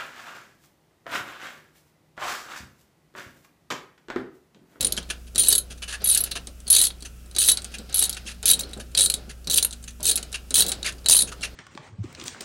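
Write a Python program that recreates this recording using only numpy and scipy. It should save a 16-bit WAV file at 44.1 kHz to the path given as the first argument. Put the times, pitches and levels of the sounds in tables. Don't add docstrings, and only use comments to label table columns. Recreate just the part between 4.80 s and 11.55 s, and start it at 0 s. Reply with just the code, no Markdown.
import sys
import numpy as np
from scipy import signal
from scipy.io import wavfile
from scipy.ndimage import uniform_filter1d

SR = 44100
rng = np.random.default_rng(int(sys.argv[2]) if len(sys.argv) > 2 else 0)


def dump_mix(stems):
    frames = np.atleast_2d(stems).T
    limited = np.clip(frames, -1, 1)
    pcm = np.round(limited * 32767).astype(np.int16)
    wavfile.write(sys.argv[1], SR, pcm)


N = 297675

# t/s, length/s, handle ring/dB, spring ring/dB, track rumble/dB, rubber creak/dB, grip
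BACK_STROKES = [(0, 0.033, -0.5, -11, -39.5, -36.5, 0.98), (0.546, 0.17, 2.5, -10.5, -47, -49, 0.74),
                (1.202, .24, 5, -4, -49, -43.5, 0.68), (1.861, 0.19, 4.5, -9, -46.5, -45, 0.77),
                (2.544, 0.45, 3, -7, -50, -47, 0.78), (3.09, 0.21, 4.5, -8, -48, -43, 0.9),
                (3.637, 0.17, 3.5, -5, -45.5, -43, 0.85), (4.143, 0.23, 4, -13, -44.5, -47, 1.15),
                (4.667, 0.12, 3, -7.5, -42.5, -41.5, 1.22), (5.199, 0.17, 2, -8.5, -40.5, -39, 0.77),
                (5.77, 0.12, 4, -6, -37.5, -38.5, 1.07), (6.245, 0.41, 3.5, -10, -51, -49, 1.01)]
# t/s, blow/dB, socket ring/dB, pawl ring/dB
TOOTH_SNAPS = [(.0084, -24, -8, 2), (.0272, -28, 4, 2), (.0467, -25, 13.5, -14), (0.0678, -25, 12.5, 2),
               (0.1229, -24.5, -14, 5), (0.5805, -23, 8.5, -13), (0.5929, -23, 14, -9),
               (0.6011, -24, 8, -6), (0.6087, -31, -6, -8), (0.6228, -29.5, -8, -2), (0.635, -26.5, 0, -4),
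               (0.648, -33, 0, 6), (0.6607, -28, -3, -3), (0.6713, -27, -1, -2), (0.6845, -20.5, 13.5, 12),
               (.7038, -24.5, 1, -4), (0.713, -23, 2, -10), (.726, -16, -6, 6.5), (0.7524, -20.5, 0, 7),
               (0.7801, -24.5, 5, 13), (1.2421, -31.5, 3, 19), (1.258, -32.5, 9, 14),
               (1.2724, -29.5, 14.5, 9), (1.2882, -28, 8, 13), (1.298, -30, 19, 14), (1.3126, -28, 18, 4),
               (1.325, -30, 3, -3), (1.3367, -30, 6, -2), (1.3482, -22.5, 11, 2), (1.375, -24, 4, 11.5),
               (1.405, -30, 6, 18.5), (1.4386, -31.5, 4, 14), (1.5119, -40.5, 8, 14.5),
               (1.8782, -36, 11, -4), (1.9016, -23, 4, 16.5), (1.915, -27.5, 18.5, 15),
               (1.9274, -22.5, 12, 12.5), (1.9383, -23, 2, 0), (1.9494, -18, 5.5, -3), (1.9641, -16, 7, -1),
               (1.9837, -22.5, 10.5, 6), (1.9898, -24, 3, 2), (2.0017, -24.5, 9, -3), (2.0144, -21.5, 5, 7),
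               (2.023, -28.5, 17.5, -3), (2.038, -23, -4, 7), (2.0507, -24, -2, 7), (2.068, -29, 13, -1),
               (2.5847, -22, 11.5, -5), (2.5988, -28, 12, -2), (2.608, -26.5, 11.5, -3),
               (2.6177, -23.5, -6, -3), (2.6272, -26, 7, 0), (2.6388, -26, 0, -4), (2.648, -27, 0, -5),
               (2.6591, -27, 8, -8), (2.6686, -31, 0, 5), (2.6771, -26, -1, 17), (2.687, -16, 9.5, -10),
               (2.6975, -20.5, -6, 6), (2.7157, -21, -11, 13), (3.1437, -26.5, -1, 12.5),
               (3.1575, -31, 7, 12), (3.17, -29, 0, 10), (3.1807, -30, 11, 5), (3.1917, -25.5, 9, 17),
               (3.205, -30, 12, 5), (3.2163, -29, -4, -7), (3.2246, -22, 6, -6), (3.2387, -23, 7.5, -11),
               (3.2545, -32.5, 5, 9), (3.2947, -28.5, 6, 8), (3.3286, -36, 3, -7), (3.6566, -21, -4, 7.5),
               (3.6686, -24.5, -6, 3), (3.6796, -22.5, 9, -5), (3.6897, -21.5, -3, 5), (3.7, -18, 0, 7),
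               (3.712, -16, 4.5, 5.5), (3.7338, -19.5, 1, 1), (3.7927, -28, -16, 1), (3.808, -33.5, 6, -9),
               (4.1749, -17, 4.5, -12), (4.1882, -22.5, 12, -11), (4.196, -22, 4, -11.5),
               (4.2078, -19.5, 4, -12), (4.217, -23, 13, -13), (4.228, -26, 12, -6), (4.238, -25, 12, -6),
               (4.248, -27, 17, -3), (4.2595, -17, 2, -11), (4.2999, -22.5, 3, 6), (4.319, -34.5, 7, -14.5),
               (4.3398, -24, 3.5, -1), (4.699, -22.5, -2, -18), (4.711, -23.5, -3, -14),
               (4.7221, -28.5, 0, -4), (4.7329, -23.5, -7, -7), (4.742, -22.5, 8, -11),
               (4.7593, -24.5, 0, 2), (4.7661, -25.5, 5, 7.5), (4.775, -21, 13, 9.5),
               (4.783, -17.5, -5.5, -16), (4.827, -20.5, 8, 2), (4.8479, -26, 13.5, 11.5),
               (5.2296, -32.5, 1, 4), (5.242, -29.5, 3, 2), (5.2543, -23, -4, -5), (5.2665, -24.5, 6, -10),
               (5.2762, -23, -2, -11), (5.287, -22.5, 6, -14), (5.2957, -19.5, 5, 1),
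               (5.3128, -22.5, 8, -3), (5.357, -27, 7.5, 11.5), (5.7422, -19, 4, -11),
               (5.755, -19.5, 3.5, 2), (5.767, -20, 7, -10), (5.7792, -18.5, 0, -14), (5.7885, -20, 7, -14),
               (5.797, -18, -2, -9), (5.8056, -16, 6.5, -6), (5.822, -19.5, -18, -14),
               (5.865, -29.5, -7, 1), (5.8828, -28.5, -6, -6), (5.892, -30, 11, 5), (6.2858, -19, 6.5, -11),
               (6.2971, -19, 10, -14), (6.309, -17, 6, -17), (6.3198, -18, 6, -12), (6.3284, -18, 9, -11),
               (6.3359, -27, 15, -8), (6.347, -24, 17, -11), (6.356, -27, 9, 5), (6.366, -22, 4, 13),
               (6.3756, -26.5, 9, 10), (6.3895, -21, 11.5, -12), (6.4054, -23, 8, 6.5),
               (6.4204, -21.5, 7.5, 4)]
# t/s, blow/dB, handle ring/dB
SLACK_TAPS = [(0.1673, -36, 14), (.2292, -48, 15), (0.5488, -39, 4), (0.5581, -24.5, 9), (1.219, -46, 8),
              (1.6713, -35, -21), (1.803, -49, -2), (1.869, -51, 24), (2.104, -47, 23.5), (2.2064, -49, 9),
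              (2.224, -39, 7.5), (2.46, -55.5, -8), (2.5128, -48.5, 4), (2.5497, -39, 7),
              (2.5639, -26, 10.5), (2.7725, -25, 5.5), (2.8201, -40, -11), (2.8452, -32, -21),
              (2.9849, -38, 5.5), (3.0954, -45, 4), (3.127, -38, 10), (3.346, -39, -10), (3.456, -52, -17),
              (3.545, -54, -14), (3.629, -32, 4), (3.834, -44, 21.5), (3.8927, -52, 13), (3.9114, -49, -7),
              (3.9332, -39, 14), (3.9744, -47, -11), (4.116, -53, -10), (4.148, -43, 10), (4.15, -31, 20),
              (4.169, -33, 5), (4.645, -51, 10), (4.6725, -29, 10.5), (4.909, -38.5, -2),
              (4.9272, -36, -13), (4.9335, -40.5, -7), (5.0275, -49, -12), (5.0404, -38.5, -23),
              (5.107, -47.5, -6), (5.206, -45, -12), (5.376, -24, -17), (5.4284, -33, -13),
              (5.5188, -47, -9), (5.528, -32, -6), (5.707, -29.5, -1), (5.8496, -40, -4),
              (5.9181, -22.5, 8), (6.029, -34, 15), (6.0631, -28, -14), (6.124, -43.5, 2), (6.245, -55, 20),
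              (6.2602, -25.5, 15), (6.6098, -44, -18), (6.618, -43.5, 13)]
# t/s, length/s, level/dB, squeak f/Hz, squeak/dB added to the level
SOCKET_RUBS = [(0.175, 0.0088, -31, 3090, 1), (0.289, 0.027, -52, 2520, -2), (0.3, 0.011, -29, 1860, -27),
               (0.468, 0.016, -61, 2730, -9), (0.901, 0.028, -49.5, 3300, -5), (0.975, 0.013, -62, 6250, 5),
               (1.02, 0.022, -40, 3000, -5), (1.077, 0.04, -41.5, 3050, -24),
               (1.123, 0.032, -39.5, 1750, 2), (1.36, 0.0092, -36, 1470, -24),
               (1.46, 0.019, -48, 3040, -21), (1.514, 0.008, -45.5, 3980, 22),
               (1.553, 0.021, -35, 3500, -13), (2.249, 0.018, -45, 6080, 0),
               (2.916, 0.018, -58.5, 1520, -4), (2.939, 0.015, -42.5, 2560, 0.5),
               (3.367, 0.0081, -38.5, 2400, -19.5), (3.46, 0.061, -46, 2670, -12),
               (3.996, 0.019, -46, 6280, -14), (4.492, 0.024, -48.5, 2130, -7),
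               (5.077, 0.014, -47, 6260, 8), (5.541, 0.018, -35.5, 2800, -1.5),
               (6.043, 0.053, -35, 2700, -11), (6.181, 0.0087, -64.5, 4700, 9.5),
               (6.471, 0.024, -47, 6480, 5), (6.517, 0.015, -47.5, 1320, 12),
               (6.629, 0.028, -35, 2700, -42)]
# t/s, length/s, level/dB, start f/Hz, middle f/Hz, end f/Hz
SOCKET_SQUEALS = [(3.462, .034, -36, 2500, 3500, 1500), (6.05, .04, -28.5, 2050, 2500, 1400),
                  (6.626, .016, -28, 2800, 2700, 1450)]
# t/s, level/dB, f/Hz
TRACK_KNOCKS = [(0.124, -35.5, 218), (0.175, -30, 227), (0.284, -38.5, 200), (0.554, -36, 214),
                (0.902, -41, 233), (1.215, -36, 407), (1.512, -44, 150), (1.555, -33.5, 690),
                (1.67, -37.5, 236), (2.219, -39, 250), (2.56, -36, 221), (2.69, -37, 301),
                (2.988, -31.5, 219), (3.212, -36.5, 208), (3.453, -38.5, 205), (3.629, -48, 413),
                (3.966, -31, 219), (4.147, -50, 166), (4.185, -31, 538), (4.476, -37.5, 228),
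                (4.669, -30.5, 153), (5.199, -35.5, 615), (5.706, -32.5, 259), (6.289, -41, 574),
                (6.421, -32, 225)]

# f/Hz, level/dB, fade/s (time to fall 60 dB at a grip of 1)
HEAD_TONES = [(2540, -5, 0.028), (3066, 2, 0.039), (5030, -26.5, .015), (6250, 9.5, 0.021),
              (6410, 2, 0.022), (7400, -6.5, 0.022), (7700, 12, 0.0071), (8570, -8, 0.034), (8100, 5, 0.04)]
HANDLE_TONES = [(3370, -10, .025), (3650, -10, .02), (3900, 0, .04), (3915, -14, .13), (4260, -1, .035),
                (4275, -15, .11), (4530, -5, .025), (4750, -9, .02)]
SOCKET_TONES = [(9280, -5, .03), (9420, 0, .04), (9560, -1, .035), (9720, -6, .025)]
PAWL_TONES = [(10770, -3, .03), (10930, 0, .03), (11150, -1, .025), (11400, -5, .02)]
SPRING_TONES = [(11620, 3, 0.025), (12710, 4.5, .015), (12950, -20, 0.0082), (14040, -2.5, .01),
                (15940, 1.5, 0.02)]

# f/Hz, level/dB
CRACK_COLOUR = [(100, -32), (400, -16), (1010, -30.5), (1720, -12), (2080, -18.5), (3860, 2.5),
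                (5420, -4.5), (7610, 2), (9600, 1.5), (11200, -7.5), (13200, -18.5), (16000, -32)]
RUB_COLOUR = [(180, -48), (300, -15), (961, -18.5), (1690, -3), (2030, -12.5), (2790, 1.5), (3030, -4),
              (4590, -2.5), (5520, -8), (6100, -1.5), (7950, -10), (9710, -2.5), (16000, -40.5)]
TRACK_COLOUR = [(150, -30.5), (350, 9), (600, 11), (950, -32), (1400, 9.5), (1800, -7.5), (2300, -9),
                (3500, -22.5), (16000, -84)]
RUMBLE_COLOUR = [(70, -16.5), (130, .5), (250, -1.5), (550, -3), (900, -16.5), (1500, -16),
                 (4000, -75.5)]
CREAK_COLOUR = [(400, -24), (750, -1.5), (1000, -18.5), (1400, -2.5), (1800, -9), (2200, -8),
                (5000, -4.5), (16000, -64)]
BACKGROUND_COLOUR = [(41, -27), (70, 2.5), (108, 2.5), (186, -5), (707, -21.5), (971, -29.5), (1330, -17),
                     (2100, -26), (2630, -17.5), (4340, -30.5), (5440, -22.5), (9590, -23), (15800, -28.5)]

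# f/Hz, fade/s (time to fall 60 dB)
ECHO_FADES = [(300, .34), (790, 0.35), (2090, 0.16), (5510, 0.14), (14600, 0.092)]
# f/Hz, level/dB, waver/dB
HUM_TONES = [(34.5, -54, -1), (60, -43.5, .5), (180.4, -61.5, 1), (235, -63, -4.5)]


def ratchet_clicks():
    t = np.arange(2800) / SR
    cracks, rings = np.zeros(N), np.zeros(N)
    for start, blow_db, handle_db, socket_db, pawl_db, spring_db, grip in pawl_blows() + slack_blows():
        since_bounce = np.maximum(t - rng.uniform(.0019, .0045), 0)
        bounce = .52 * (since_bounce > 0) * np.exp(-since_bounce / .0014)
        rattle = .23 * np.exp(-grip * t / .012)
        burst = (np.exp(-t / .00081) + bounce + rattle) * rng.standard_normal(len(t))
        burst[0] = 2.37
        add(cracks, start, gain_of(blow_db + 7.5) * burst)
        steel = strike(ring(HEAD_TONES, t, grip, spread_db=3, detune=.02), burst, db=4.5)
        steel += strike(ring(HANDLE_TONES, t, grip, 2.2, .0034), burst, handle_db + .5)
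        steel += strike(ring(SOCKET_TONES, t, grip, 2.5, .0027), burst, socket_db + 3)
        steel += strike(ring(PAWL_TONES, t, grip, 1.5, .0087), burst, pawl_db + 5)
        steel += strike(ring(SPRING_TONES, t, grip, 4, .016), burst, spring_db + 11)
        add(rings, start, gain_of(blow_db) * steel)
    smear = rng.standard_normal(len(t)) * np.exp(-t / .0089)
    rubber = coloured(signal.oaconvolve(cracks, smear / np.linalg.norm(smear)), TRACK_COLOUR)
    return coloured(cracks, CRACK_COLOUR) + rings + gain_of(-26.5) * rubber


def pawl_blows(usual_gap_s=.011):
    times, blow_db, socket_db, pawl_db = np.transpose(TOOTH_SNAPS)
    gaps = np.diff(times, append=times[-1] + 1)
    slowness = np.log2(np.clip(gaps / usual_gap_s, .7, 2.8))
    strokes = np.array(BACK_STROKES)
    stroke_of_tooth = np.maximum(np.searchsorted(strokes[:, 0], times) - 1, 0)
    start, length, handle_db, spring_db, _, _, grip = strokes[stroke_of_tooth].T
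    chance_db = 1.5 * rng.standard_normal((len(times), 2))
    swell = np.sin(np.pi * np.clip((times - start) / length, 0, 1)) - .5
    handle_db = handle_db + chance_db[:, 0] + 2.5 * swell + 2 * slowness
    spring_db = spring_db + chance_db[:, 1]
    return list(zip(times, blow_db, handle_db, socket_db, pawl_db, spring_db, grip * 1.41 ** slowness))


def slack_blows(socket_db=-18, pawl_db=-22.5, spring_db=-21.5, grip=1.96):
    return [(*tap, socket_db, pawl_db, spring_db, grip) for tap in SLACK_TAPS]


def ring(tones, t, grip, spread_db, detune):
    hz, db, fade_s = np.transpose(tones)[:, :, None]
    pitch_chance, phase, level_chance = rng.standard_normal((3, len(tones), 1))
    cycles = hz * (1 + detune * pitch_chance) * t + phase
    levels = gain_of(db + spread_db * level_chance)
    fade = gain_of(-60 * grip * t / fade_s)
    return (levels * fade * np.sin(2 * np.pi * cycles)).sum(0) / np.linalg.norm(levels)


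def strike(ringing, burst, db):
    sound = signal.fftconvolve(ringing, burst)
    return gain_of(db) * sound * np.linalg.norm(ringing) / np.linalg.norm(sound)


def socket_rubs(slips_per_s=1800, squeak_glide=.98):
    ticks = (rng.random(N) < slips_per_s / SR) * gain_of(.57 * rng.standard_normal(N))
    slips = normalised(normalised(ticks - ticks.mean()) + .81 * rng.standard_normal(N))
    scrape = coloured(slips, RUB_COLOUR)
    low = signal.sosfilt(signal.butter(2, 3800, fs=SR, output="sos"), scrape)
    treble = scrape - low
    out = np.zeros(N)
    for start, length, db, squeak_hz, squeak_db in SOCKET_RUBS:
        t = np.arange(round((length + .09) * SR)) / SR
        span = slice(round(start * SR), round(start * SR) + len(t))
        swell = 1 - np.exp(-t / (.088 * length))
        fade = np.exp(-.3 * t / length - np.maximum(t - length, 0) / .0059)
        pitch_hz = squeak_hz * squeak_glide ** (np.minimum(t / length, 1) - .5)
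        squeak = gain_of(squeak_db) * normalised(resonate(slips[span], pitch_hz, width_hz=140))
        treble_db = 7 - .22 * (db + 41)
        sound = gain_of(10.5) * low[span] + gain_of(treble_db) * treble[span] + squeak
        add(out, start, gain_of(db) * swell * fade * sound)
    return out


def socket_squeals(overtone_step_db=-3, wobble_depth=.025):
    out = np.zeros(N)
    for start, length, db, *path_hz in SOCKET_SQUEALS:
        progress = np.arange(0, length, 1 / SR) / length
        wobble = normalised(uniform_filter1d(rng.standard_normal(len(progress)), 60))
        pitch_hz = np.interp(progress, [0, .4, 1], path_hz) * (1 + wobble_depth * wobble)
        cycles = np.cumsum(pitch_hz) / SR
        tone = sum(gain_of(k * overtone_step_db) * np.sin(2 * np.pi * (k + 1) * cycles)
                   for k in range(3))
        arch = np.sqrt(abs(np.sin(np.pi * progress)))
        add(out, start, gain_of(db) * arch * tone)
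    return out


def track_rumble_and_creak():
    stroke_rumbles = [(start, length, db) for start, length, _, _, db, _, _ in BACK_STROKES]
    stroke_creaks = [(start, length, db) for start, length, _, _, _, db, _ in BACK_STROKES]
    knocks = [(start, 0, db - 6.5) for start, db, _ in TRACK_KNOCKS]
    rubs = [(start, length, db - 11) for start, length, db, _, _ in SOCKET_RUBS]
    taps = [(start, 0, db - 2.5) for start, db, _ in SLACK_TAPS]
    rumble = shaking((stroke_rumbles, .12), (knocks, .04), rest_db=-58.5)
    creak = shaking((stroke_creaks, .12), (rubs, .042), (taps, .015), rest_db=-61)
    rumble *= coloured(rng.standard_normal(N), RUMBLE_COLOUR)
    creak *= coloured(rng.standard_normal(N), CREAK_COLOUR)
    lumps_db, grain_db = 2.5 * wander(30), 2.5 * wander(60)
    return gain_of(lumps_db - 2.5) * rumble + gain_of(grain_db - 5.5) * creak


def shaking(*groups, rest_db, rise_s=.004):
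    power = np.full(N, gain_of(2 * rest_db))
    for events, settle_s in groups:
        for start, length, db in events:
            t = np.arange(0, length + 6 * settle_s, 1 / SR)
            settle = np.exp(-2 * np.maximum(t - length, 0) / settle_s)
            add(power, start, gain_of(2 * db) * (1 - np.exp(-t / rise_s)) * settle)
    return np.sqrt(power)


def track_knocks():
    t, out = np.arange(5000) / SR, np.zeros(N)
    for start, db, hz in TRACK_KNOCKS:
        tones = [(hz, 0, .12), (1.6 * hz, -5, .08), (1.5 * hz, -9, .06)]
        body = ring(tones, t, grip=.99, spread_db=1.7, detune=.0067)
        add(out, start, gain_of(db) * (1 - np.exp(-t / .0041)) * body)
    return out


def room_echo(sound):
    echoes = np.zeros(SR // 2)
    slots = np.arange(120, SR // 2 - 20, 20)
    echoes[slots + rng.integers(0, 20, len(slots))] = rng.choice([-1., 1.], len(slots))
    hz, t, bands = signal.stft(echoes, SR, nperseg=256)
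    fade = gain_of(-60 * t / look_up(ECHO_FADES, hz)[:, None])
    tail = signal.istft(bands * fade, SR, nperseg=256)[1]
    return signal.oaconvolve(sound, tail / np.linalg.norm(tail))[:N]


def hum_and_hiss():
    out = gain_of(-52.5 + .7 * wander(3)) * coloured(rng.standard_normal(N), BACKGROUND_COLOUR)
    for hz, db, waver_db in HUM_TONES:
        cycles = hz * np.arange(N) / SR + .022 * waver_db * wander(9.1) + rng.random()
        out += np.sqrt(2) * gain_of(db + waver_db * wander(5.9)) * np.sin(2 * np.pi * cycles)
    return out


def gain_of(db):
    return 10 ** (np.asarray(db) / 20)


def normalised(x):
    return x / np.sqrt(np.mean(x ** 2) + 1e-20)


def look_up(points, hz):
    listed_hz, values = np.transpose(points)
    return np.interp(np.log(hz + 1), np.log(listed_hz + 1), values)


def add(mix, start_s, sound):
    part = mix[round(start_s * SR):][:len(sound)]
    part += sound[:len(part)]


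def coloured(x, colour):
    hz = abs(np.fft.fftfreq(4096, 1 / SR))
    log_gain = np.log(gain_of(np.maximum(look_up(colour, hz), -100)))
    response = np.fft.ifft(np.exp(np.conj(signal.hilbert(log_gain)))).real[:2048]
    return signal.oaconvolve(x, response / np.linalg.norm(response))[:N]


def wander(fastest_hz):
    t = np.arange(0, N + 200, 200) / SR
    rates_hz = np.geomspace(.2, fastest_hz, num=20)
    drift = sum(np.sin(2 * np.pi * (hz * t + rng.random())) / np.sqrt(hz) for hz in rates_hz)
    return np.interp(np.arange(N) / SR, t, normalised(drift))


def resonate(x, hz, width_hz):
    shift = np.exp(2j * np.pi * np.cumsum(hz) / SR)
    memory = np.exp(-np.pi * width_hz / SR)
    return 2 * (shift * signal.lfilter([1 - memory], [1, -memory], x / shift)).real


def scene():
    wrench = ratchet_clicks() + socket_rubs() + socket_squeals()
    echo = gain_of(-10.5) * room_echo(wrench)
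    return (wrench + echo + track_rumble_and_creak() + track_knocks() + hum_and_hiss())[None]


def record(dry, ceiling=.95, cutoff_hz=15950):
    rounded = ceiling * np.tanh(dry / ceiling)
    low_pass = signal.firwin(511, cutoff_hz, window=("kaiser", 9), fs=SR)
    return signal.oaconvolve(rounded, low_pass[None], "same")


dry = scene()
out = record(dry)
dump_mix(out)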